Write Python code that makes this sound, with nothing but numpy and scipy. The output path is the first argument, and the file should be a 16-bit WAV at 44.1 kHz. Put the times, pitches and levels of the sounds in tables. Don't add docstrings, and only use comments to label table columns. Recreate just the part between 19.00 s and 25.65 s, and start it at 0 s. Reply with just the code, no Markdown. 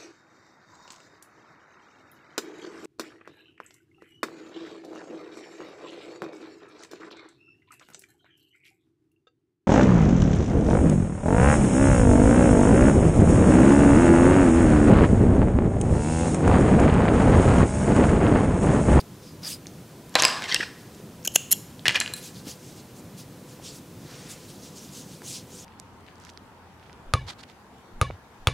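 import sys
import numpy as np
from scipy import signal
from scipy.fft import rfft, irfft
from scipy.io import wavfile
from scipy.ndimage import uniform_filter1d

SR = 44100
rng = np.random.default_rng(int(sys.argv[2]) if len(sys.argv) > 2 else 0)


def master(y):
    cut = np.clip(np.atleast_2d(y).T, -1, 1)
    pcm = np.round(cut * 32767)
    wavfile.write(sys.argv[1], SR, pcm.astype(np.int16))


def voltage_ratio(decibels):
    exponent = np.asarray(decibels, float) / 20
    return 10 ** exponent


N = 293176

# pitch_hz, level_db, t60_s
END_MODES = [(1810, -13, 0.041), (4061, 3, 0.0355), (4220, 0, 0.03), (7630, 0.5, 0.014), (10700, -13, 0.01)]
SIDE_MODES = [(2640, -6.5, 0.0073), (4960, -18, .06), (4990, -2, 0.014), (7600, -22, .04),
              (7850, -3.5, 0.011), (10960, -21, 0.0053)]
LYING_MODES = [(1720, -9, 0.074), (4070, 7.5, 0.034), (7600, 0, .05), (10700, -13, 0.04), (13100, -14, .03)]
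# start_s, peak_db, contact_hz, chatter_t60_s, body_ring_db
HOOK_LANDINGS = [
    (1.1415, -32.5, 5400, 0.0055, -20),
    (1.154, -2.5, 3900, 0.0025, -5),
    (1.1543, -11.5, 6000, .005, -32),
    (1.1545, -10, 2650, 0.0058, -28),
    (1.1635, -20, 4500, .003, -32),
]
HOOK_ROLLING = [(1.2222, -4.5, 7350, 0.004, -10), (1.2224, -6.5, 2800, .005, -18),
                (1.228, -16, 3200, 0.014, -19), (1.2226, -12, 5400, .004, -25),
                (1.2355, -6, 3400, 0.0036, -29), (1.2357, -11, 5600, .003, -30),
                (1.2435, -7, 3980, 0.0047, -20), (1.251, -4, 8100, 0.0034, 7.5),
                (1.2512, -7, 3100, .005, -20), (1.274, -26.5, 12000, .003, -22),
                (1.282, -11, 4670, 0.0033, -35), (1.298, -25, 11000, 0.0033, -13),
                (1.171, -29.5, 7500, .003, -20), (1.2135, -20, 2500, .003, -25),
                (1.302, -19, 3000, .003, -25)]
HOOK_TOUCHES = [
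    (1.094, -37, 7600, 0.0052, -16),
    (3.002, -7.5, 9500, 0.0049, -8.5),
    (3.0022, -11, 5460, 0.0035, -30),
    (3.137, -17, 9600, 0.01, -4),
    (3.165, -28, 11000, 0.0077, -18),
]


def hook():
    landing = knocks(HOOK_LANDINGS, END_MODES, loose=0.0041, thud_db=2.1, crack_db=-8.0)
    rolling = knocks(HOOK_ROLLING, SIDE_MODES, loose=0.0013, thud_db=-6.5, crack_db=-18.5)
    nudged = knocks(HOOK_TOUCHES, LYING_MODES, loose=0.0044, thud_db=-25, crack_db=-8.0)
    return off_axis(landing + rolling + nudged)


# pitch_hz, level_db, t60_s
HANDLE_MODES = [(1700, 0, .02), (2080, -3, .014), (2500, -3, .012), (2900, 0, .012), (3250, -2, .012),
                (4200, -6, .01), (4550, -7, .008), (5500, -7, .008), (7800, -12, .006)]
# start_s, peak_db, contact_hz, chatter_t60_s, body_ring_db
HANDLES_LIFTED = [(1.422, -24, 1900, 0.004, 8), (1.4222, -26, 4970, .003, -10),
                  (1.429, -28, 4550, 0.0091, 5), (1.441, -21.5, 5560, 0.0034, -12),
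                  (1.4412, -25, 3150, 0.0074, 3), (1.489, -32, 6040, .0044, -3),
                  (1.524, -12, 4500, 0.0044, -0.5), (1.5445, -7, 8260, 0.0034, -6),
                  (1.545, -8.5, 5240, 0.0099, -6), (1.5452, -11.5, 3100, .008, -11),
                  (1.574, -37, 10500, .003, -14), (1.608, -23, 1900, 0.0082, -3.5)]
HANDLES_LAID = [(2.856, -13, 2370, 0.0088, 5), (2.868, -25, 2220, .0043, 10.5),
                (2.881, 0, 3480, 0.006, -5.5), (2.8835, -5, 3000, 0.0053, -16),
                (2.893, -10, 2550, 0.0039, -1), (2.909, -23, 6000, .004, 10), (2.923, -30, 7000, .004, -6),
                (2.946, -18, 5030, 0.0035, 3), (2.955, -13.5, 2880, 0.012, 4),
                (2.9575, -10, 2900, 0.0042, -9.5), (2.9595, -7.5, 2860, 0.0085, -5),
                (2.976, -21, 2800, 0.0053, 6), (3.012, -17, 2120, 0.0029, 5),
                (2.8812, -7.5, 6170, 0.0074, -25), (3.061, -20, 3000, 0.0036, 0.5),
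                (3.077, -20, 3170, .003, -3)]
FAINT_TICKS = [
    (.433, -31, 4900, .003, -25),
    (.658, -36, 2000, .0024, -20),
    (.669, -25, 5430, .003, -25),
    (2.794, -30, 3800, .004, -20),
    (4.597, -38, 800, .004, -20),
    (4.785, -38, 6000, .003, -20),
    (6.219, -34, 1300, .005, -22),
    (6.2195, -38, 6500, .003, -30),
]


def handles():
    lifted = knocks(HANDLES_LIFTED, HANDLE_MODES, loose=0.033, thud_db=-21.5, favour_db=12.0, crack_db=-12.0)
    laid = knocks(HANDLES_LAID, HANDLE_MODES, loose=0.021, thud_db=-24, favour_db=9.0, crack_db=-19.0)
    ticks = knocks(FAINT_TICKS, HANDLE_MODES, loose=.08, thud_db=-50.5)
    return off_axis(lifted + laid + ticks)


def off_axis(x):
    return signal.sosfilt(signal.butter(2, 13300, fs=SR, output="sos"), x)


# pitch_hz, level_db
TABLE_COLOUR = [(120, -17), (300, -14), (450, -0.5), (800, -0.5), (1700, 1), (3000, -4.5), (5000, -20.5),
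                (9000, -44.5)]
# pitch_hz, level_db, t60_s
TABLE_MODES = [(471, -13, 0.15), (552, 0.5, 0.032), (596, -4, 0.023), (832, 2, 0.047), (1047, 10, 0.092),
               (1545, 8, 0.067), (1930, 1, 0.03), (2160, -3, .023), (2980, 8, .018), (3000, -11, 0.035),
               (3480, -3, 0.032)]
TABLE_T60_S = 0.058


def knocks(rows, body, loose, thud_db, favour_db=0, crack_db=-35.0):
    out, t = np.zeros(N), np.arange(4000) / SR
    for start_s, db, hz, t60, body_db in rows:
        chatter, wood = rng.standard_normal((2, len(t)))
        chatter = chatter * voltage_ratio(-60 * t / max(t60, .001))
        chatter[0] = 1.5
        click = band(band(chatter, 0.64 * hz, 1.33 * hz), 0.54 * hz, 1.62 * hz)
        click = click + voltage_ratio(crack_db + 0.43 * db) * band(chatter, 1400, 12000)
        add(out, start_s, voltage_ratio(db) * click / abs(click).max())

        detune = 1 + loose * rng.uniform(-0.38, 1, (len(body), 1))
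        add(out, start_s, voltage_ratio(db + body_db) * ring(favoured(body, hz, favour_db), detune))

        rattle = voltage_ratio(-6 - 60 * t / TABLE_T60_S) * evened(colour(wood, TABLE_COLOUR))
        rattle = rattle * (1 - np.exp(-t / .0004))
        top = ring(TABLE_MODES, rng.uniform(.985, 1.015, (len(TABLE_MODES), 1)))[:len(t)]
        add(out, start_s, voltage_ratio(db + thud_db) * (0.53 * rattle + 0.43 * top))
    return out


# pitch_hz, level_db
BLADE_MODES = [(1600, -28.5), (3250, -14.5), (4350, -11.5), (5500, -7), (6250, -10), (6580, -4.5),
               (6950, -5.5), (8800, -24), (9750, -6), (10100, -4.5), (11450, -3.5), (12300, 4), (13100, 6),
               (14900, 3)]
# peak_s, rise_s, fall_s, level_db, favoured_mode_hz
BLADE_BURSTS = [(2.229, 0.0015, .0017, -52, 5500), (2.241, 0.0016, .002, -50, 6600),
                (2.25, 0.004, 0.0042, -35, 11450), (2.252, .005, 0.0045, -34.5, 6700),
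                (2.262, 0.00075, 0.00069, -29, 6600), (2.276, 0.00229, 0.0018, -28, 11450),
                (2.2757, 0.0047, 0.0025, -24.5, 6600), (2.322, .013, .01, -57, 11400),
                (2.32, .012, .012, -54, 6700), (2.349, 0.0091, .004, -39, 6600),
                (2.255, .008, .008, -41, 1600), (2.340, .006, 0.0064, -45, 11400),
                (2.35, 0.0059, 0.0033, -33, 11400), (2.3555, 0.0021, 0.0015, -22.5, 11230),
                (2.358, .001, 0.00075, -11, 6580), (2.3598, .001, 0.0016, -10.5, 10480),
                (2.3597, 0.00081, 0.00081, -20.5, 6560), (2.5092, 0.00086, 0.0024, -31.5, 11150),
                (2.5132, 0.0013, 0.0017, -25, 7100), (2.515, 0.0012, 0.0012, -16, 11400),
                (2.517, 0.00084, 0.00082, -15.5, 9900), (2.5193, 0.00049, .0008, -17, 9800),
                (2.519, 0.0009, 0.0015, -26, 5500), (2.521, 0.0068, 0.0051, -24, 12500),
                (2.522, .004, 0.0036, -28, 5500), (2.516, .003, .003, -32, 7000),
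                (2.5251, 0.00038, 0.001, -12, 11400), (2.5247, .0006, 0.0011, -16.5, 6440),
                (2.5263, 0.00061, 0.0012, -15.5, 11400), (2.5295, 0.0006, 0.00078, -16, 7000),
                (2.5293, .0005, 0.00037, -13, 13100), (2.528, .0005, 0.00055, -28, 9500),
                (2.535, 0.0008, 0.0018, -38, 7000)]
# start_s, bending_ring_db, pitch_hz, t60_s, thud_db
BLADE_STOPS = [
    (2.251, -26, 2800, 0.012, -45),
    (2.262, -34, 2660, 0.022, -50),
    (2.2769, -9, 3220, 0.012, -21.5),
    (2.3598, 4, 3090, 0.0073, -11),
    (2.512, -30, 3200, 0.012, -48),
    (2.521, -24, 3150, 0.012, -32),
    (2.529, -26, 3100, 0.044, -32),
    (2.535, -25, 3493, 0.03, -62.5),
]
BLADE_CYCLES = 32


def snips():
    out = np.zeros(N)
    swing_in = 1 - np.exp(-np.arange(SR // 10) / SR / .0005)
    modes = [(hz, own_db, BLADE_CYCLES / hz) for hz, own_db in BLADE_MODES]
    for peak_s, rise, fall, db, near_hz in BLADE_BURSTS:
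        t = np.arange(-rise, 2 * fall, 1 / SR)
        swell = np.where(t < 0, (1 + t / rise) ** 2, np.exp(-(t / fall) ** 2 * 2))
        burst = grit(SR // 20, 2.2)[:len(t)] * swell
        detune = rng.uniform(.99, 1.01, (len(modes), 1))
        blades = signal.oaconvolve(burst, ring(favoured(modes, near_hz, 17.5), detune) * swing_in)
        blades /= np.sqrt(np.mean(blades[:len(t)] ** 2))
        scrape = 0.2 * evened(band(burst, 9000, 16400)) + 0.0985 * evened(band(burst, 1610, 5240))
        add(blades, 0, scrape)
        add(out, peak_s - rise, voltage_ratio(db) * blades)
    out = signal.sosfilt(signal.butter(2, 1290, "high", fs=SR, output="sos"), out)

    t = np.arange(2000) / SR
    for start_s, db, hz, t60, thud_db in BLADE_STOPS:
        bend = ring([(hz, 0, t60), (.95 * hz, -4, 1.5 * t60)])[:len(t)] * (1 - np.exp(-t / .0006))
        thud = np.sin(2 * np.pi * 650 * t) * np.exp(-t / 0.001)
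        add(out, start_s, voltage_ratio(db) * bend)
        add(out, start_s, voltage_ratio(thud_db) * thud)
    return out


# middle_s, length_s, level_db, resonance_hz, bright_share (0-1)
TABLE_SLIDES = [(1.198, 0.027, -22, 1050, 0.76), (1.199, 0.011, -18, 5700, 0.2),
                (1.496, 0.007, -33, 4080, 0.2), (1.5633, 0.0057, -23, 2770, 0.27),
                (1.564, .006, -33, 3850, .2), (1.514, .014, -32, 3174, 0.1),
                (1.55, 0.0215, -32.5, 3123, 0.1), (1.596, 0.0065, -33, 2900, .4),
                (1.298, 0.26, -30.5, 1110, 0.43), (1.449, 0.04, -32.5, 2050, 0.37),
                (1.497, 0.035, -30.5, 1800, 0.55), (1.524, 0.02, -28.5, 2090, 0.2),
                (1.548, 0.043, -25, 1900, 0.26), (1.61, 0.013, -26, 1830, 0),
                (1.624, 0.0077, -37.5, 1740, 0), (1.633, 0.011, -25, 1680, 0.14),
                (1.618, 0.08, -37, 4770, 0.73), (1.69, 0.072, -54, 1710, 0.3),
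                (1.508, 0.048, -36, 5300, 0.45), (2.865, 0.015, -18, 1860, 0.31),
                (2.9, 0.01, -23, 1930, 0.4), (2.961, 0.026, -22, 1780, 0.44),
                (3.017, 0.018, -26, 1780, 0.47)]


def slides():
    out, rough = np.zeros(N), grit(N, 2.4)
    scratch_hz = 4500
    for middle_s, length, db, hz, bright in TABLE_SLIDES:
        start_s, catch, swell = stroke(rough, middle_s, length, 3.7)
        bright = np.clip(bright, 0, 1)
        lower = resonate(resonate(catch, hz, 370), hz, 450)
        upper = resonate(resonate(catch, 1.5 * hz, 410), 1.33 * hz, 540)
        hollow = evened(lower + 900 / hz * upper + 0.263 * band(catch, 5370, 5500))
        scratch = band(catch, 0.43 * scratch_hz, 0.96 * scratch_hz) + 0.99 * band(catch, 450, 3800)
        add(out, start_s, voltage_ratio(db) * swell * (bright * evened(scratch) + (1 - bright) * hollow))
    return out


# pitch_hz, level_db
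FUZZ_COLOUR = [(1700, -20), (2400, -4.5), (3200, -1), (10000, -3.5), (13000, -8), (16000, -8)]
# middle_s, length_s, level_db, centre_hz, airy_top_db (re level)
YARN_PULLS = [
    (.004, 0.02, -36.5, 4970, -4.5),
    (0.268, 0.1, -50.5, 5020, -16),
    (0.475, 0.087, -36.5, 4900, -5),
    (0.509, 0.074, -38, 8750, 0),
    (0.531, 0.062, -43, 4000, -15),
    (1.81, 0.031, -53, 5300, -15),
    (1.948, 0.0084, -48, 6300, -17),
    (1.9, 0.37, -58, 5400, -21),
]
YARN_RUBS = [(3.179, 0.042, -40.5, 4500, 1), (3.26, 0.088, -39, 6140, -5), (3.38, 0.083, -44.5, 5000, -9),
             (3.498, 0.081, -36.5, 5260, -6), (3.68, 0.19, -48.5, 6250, -13),
             (3.79, 0.05, -48.5, 5550, -12), (3.98, 0.055, -50.5, 6600, -2), (4.2, 0.054, -41.5, 5420, -5),
             (4.52, 0.099, -49.5, 6000, -9), (4.676, 0.092, -37.5, 5680, -26.5),
             (4.76, 0.063, -46.5, 6470, -1), (5.17, 0.27, -48.5, 5000, -35.5),
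             (5.316, 0.048, -40, 6800, -6), (5.49, 0.36, -57, 5300, -7.5), (5.275, 0.029, -53, 4800, -20),
             (5.5, 0.026, -48, 4800, -15), (5.655, 0.061, -47.5, 5800, -16), (5.78, 0.049, -44, 6480, -16),
             (5.85, 0.082, -48.5, 6300, -6), (5.979, 0.11, -41, 6430, -10),
             (6.128, 0.096, -48.5, 5700, -11), (6.299, 0.099, -34, 6470, -12.5),
             (6.364, 0.078, -36.5, 5200, -21.5), (6.585, 0.16, -42.5, 6600, -25),
             (5.7, 1.3, -53.5, 6000, -17)]
# middle_s, length_s, level_db
SOFT_BRUSHES = [
    (.004, 0.014, -39),
    (0.473, 0.083, -36),
    (.53, 0.032, -47),
    (3.484, .05, -41),
    (4.6, 0.4, -53),
    (5.122, 0.13, -41.5),
    (5.298, 0.25, -42.5),
    (6.303, 0.13, -65),
]
# middle_s, length_s, level_db, pitch_hz
HOOK_SQUEAKS = [
    (.004, 0.015, -40, 4750),
    (0.292, 0.12, -57.5, 5000),
    (0.437, 0.015, -41.5, 4900),
    (.452, 0.01, -29.5, 4980),
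    (0.472, 0.02, -30.5, 4870),
    (0.536, 0.043, -38, 4930),
    (0.678, 0.0093, -51.5, 4940),
]
RUB_EDGE = 2.86


def yarn():
    out = np.zeros(N)
    fibres = patchy(colour(grit(N, 0.99), FUZZ_COLOUR), 2)
    for middle_s, length, db, hz, top_db in YARN_PULLS + YARN_RUBS:
        start_s, fuzz, swell = stroke(fibres, middle_s, length, RUB_EDGE)
        core = evened(band(fuzz, 1800, 9000) + 5.5 * resonate(fuzz, hz, 2600))
        airy = voltage_ratio(top_db) * evened(band(fuzz, 5800, 17000))
        add(out, start_s, voltage_ratio(db - 4.5) * swell * (core + airy))

    cloth = evened(resonate(resonate(grit(N, 0.72), 1650, 2400), 1350, 2900))
    for middle_s, length, db in SOFT_BRUSHES:
        start_s, brush, swell = stroke(cloth, middle_s, length, RUB_EDGE)
        add(out, start_s, voltage_ratio(db - 10.5) * swell * brush)

    taut = grit(SR, 3.0)
    for middle_s, length, db, hz in HOOK_SQUEAKS:
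        start_s, slip, swell = stroke(taut, middle_s, length, RUB_EDGE)
        squeak = evened(resonate(resonate(slip, hz, 450), hz, 630))
        add(out, start_s, voltage_ratio(db - 1.5) * swell * squeak)
    return out


# start_s, level_db, pitch_hz
SOFT_PATS = [(1.6, -42, 360), (3.1, -31, 330), (2.882, -19.5, 123), (3.469, -25, 248), (3.3, -44, 150),
             (2.7, -31, 84), (1.6, -22, 330), (2, -32.5, 400), (5, -44, 500), (6.219, -31, 310),
             (.668, -32.5, 320), (2.7, -36, 300), (1.722, -37, 250)]


def pats():
    out, t = np.zeros(N), np.arange(5000) / SR
    for start_s, db, hz in SOFT_PATS:
        push = np.sin(2 * np.pi * hz * t) * np.exp(-t * hz * 1.07)
        brush = evened(resonate(rng.standard_normal(len(t)), 1.5 * hz, 365)) * np.exp(-t / 0.029)
        add(out, start_s, voltage_ratio(db) * (push + 0.091 * brush))
    return out


# pitch_hz, t60_s
ROOM_DECAY = [(200, 1), (1000, 0.95), (3000, 0.51), (7000, 0.51), (12000, 0.44), (16000, 0.67)]


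def room(x):
    taps = np.zeros(SR // 2)
    at = np.arange(150, SR // 2 - 20, 20)
    taps[at + rng.integers(0, 20, len(at))] = rng.choice([-1., 1.], len(at))
    hz, t, z = signal.stft(taps, SR, nperseg=256)
    decay = voltage_ratio(-60 * t / read(ROOM_DECAY, hz)[:, None])
    tail = signal.istft(z * decay, SR, nperseg=256)[1]
    return signal.fftconvolve(x, tail / np.linalg.norm(tail))[:N]


# pitch_hz, level_db (per Hz)
ROOM_HUM = [(20, -44), (128, 2.5), (330, -4.5), (520, -11), (600, -13), (1840, -23.5), (7000, -27),
            (15900, -31.5)]
# pitch_hz, level_db (rms)
MOTOR_TONES = [(500.6, -62.5), (1001, -70)]


def hum():
    frames, hz = N // 256 + 5, np.fft.rfftfreq(1024, 1 / SR)
    a, b, patches = rng.standard_normal((frames, 513, 3)).T
    patches = evened(uniform_filter1d(uniform_filter1d(patches, size=6, axis=0), size=8, axis=1))
    level_db = read(ROOM_HUM, hz)[:, None] + 2.5 * patches / (1 + hz[:, None] / 600)
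    z = (a + 1j * b) * voltage_ratio(level_db) * (hz[:, None] < 15700)
    noise = evened(signal.istft(z, nperseg=1024, noverlap=768)[1][:N])

    t = np.arange(N) / SR
    waver = 1 + .3 * evened(uniform_filter1d(rng.standard_normal(N), size=6000))
    tones = waver * sum(voltage_ratio(db + 3) * np.sin(2 * np.pi * f * t) for f, db in MOTOR_TONES)
    return tones + voltage_ratio(-45) * noise


# pitch_hz, level_db (per Hz)
SIDE_HISS = [(18, -17), (30, 0), (82, 3), (378, -2), (978, -3.5), (6200, -3), (15400, -5), (15700, -45)]


def side_hiss():
    hiss = voltage_ratio(-65) * evened(colour(rng.standard_normal(N), SIDE_HISS))
    return hiss * np.array([[1], [-1]])


def evened(x):
    return x / np.sqrt(np.mean(x ** 2) + 1e-20)


def read(points, hz):
    f, value = np.transpose(points)
    return np.interp(np.log(hz + 1), np.log(f + 1), value)


def add(mix, start_s, sound):
    part = mix[round(start_s * SR):][:len(sound)]
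    part += sound[:len(part)]


def colour(x, points):
    return irfft(rfft(x) * voltage_ratio(read(points, np.fft.rfftfreq(len(x), 1 / SR))), len(x))


def band(x, lo_hz, hi_hz):
    edges = [lo_hz, min(hi_hz, .45 * SR)]
    return signal.sosfilt(signal.butter(2, edges, "band", fs=SR, output="sos"), x)


def resonate(x, hz, width):
    turn = np.exp(2j * np.pi * np.cumsum(hz * np.ones(len(x))) / SR)
    r = np.exp(-np.pi * width / SR)
    return 2 * (turn * signal.lfilter([1 - r], [1, -r], x / turn + 1e-18)).real


def ring(modes, detune=0.96):
    hz, db, t60 = np.transpose(modes)[:, :, None]
    t = np.arange(SR // 10) / SR
    sound = (voltage_ratio(db - 60 * t / t60) * np.sin(2 * np.pi * hz * detune * t)).sum(0)
    return sound / abs(sound).max()


def favoured(modes, near_hz, favour_db):
    def lift(hz):
        return favour_db * np.exp(-(np.log2(hz / near_hz) / 0.069) ** 2)
    return [(hz, db + lift(hz), t60) for hz, db, t60 in modes]


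def grit(count, spread_db):
    grains = evened(uniform_filter1d(rng.standard_normal(count), size=40))
    return evened(rng.standard_normal(count) * voltage_ratio(spread_db * grains))


def stroke(noise, middle_s, length, edge):
    start = max(round((middle_s - length) * SR), 0)
    part = noise[start:round((middle_s + length) * SR)]
    place = 2 / length * ((start + np.arange(len(part))) / SR - middle_s)
    return start / SR, part, np.exp(-abs(place) ** np.where(place > 0, 0.62 * edge, edge))


def patchy(x, spread_db):
    z = signal.stft(x, nperseg=256)[2]
    patches = uniform_filter1d(rng.standard_normal(z.shape), size=6, axis=0)
    patches = evened(uniform_filter1d(patches, size=6, axis=1))
    return evened(signal.istft(z * voltage_ratio(spread_db * patches), nperseg=256)[1][:len(x)])


# pitch_hz, level_db
BLADE_BEAM = [(600, -8), (2900, 2), (4500, 3), (6700, 0), (8300, 1.5), (10200, -5.5), (13500, -5),
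              (16000, 0)]


def scene():
    hook_sound, handle_sound = hook(), handles()
    blades, drag = snips(), slides()
    sent = band(voltage_ratio(-8.0) * hook_sound + voltage_ratio(-10.0) * handle_sound, 180, 9700)
    sent = sent + voltage_ratio(-16.0) * drag + voltage_ratio(-17.5) * colour(blades, BLADE_BEAM)
    near = hook_sound + handle_sound + drag + blades + yarn() + room(sent) + pats()
    mono = band(near, 156.6, 14300) + hum()
    return np.array([mono, mono])


def band_limit(x):
    return signal.sosfilt(signal.butter(12, 16620, fs=SR, output="sos"), x)


def record(dry):
    full = np.clip(dry + side_hiss(), -.86, .86)
    low_pass = signal.firwin(255, 16400, window=("kaiser", 8), fs=SR)
    edged = signal.oaconvolve(full, low_pass[None], "same")
    return band_limit(edged)


dry = scene()
out = record(dry)
master(out)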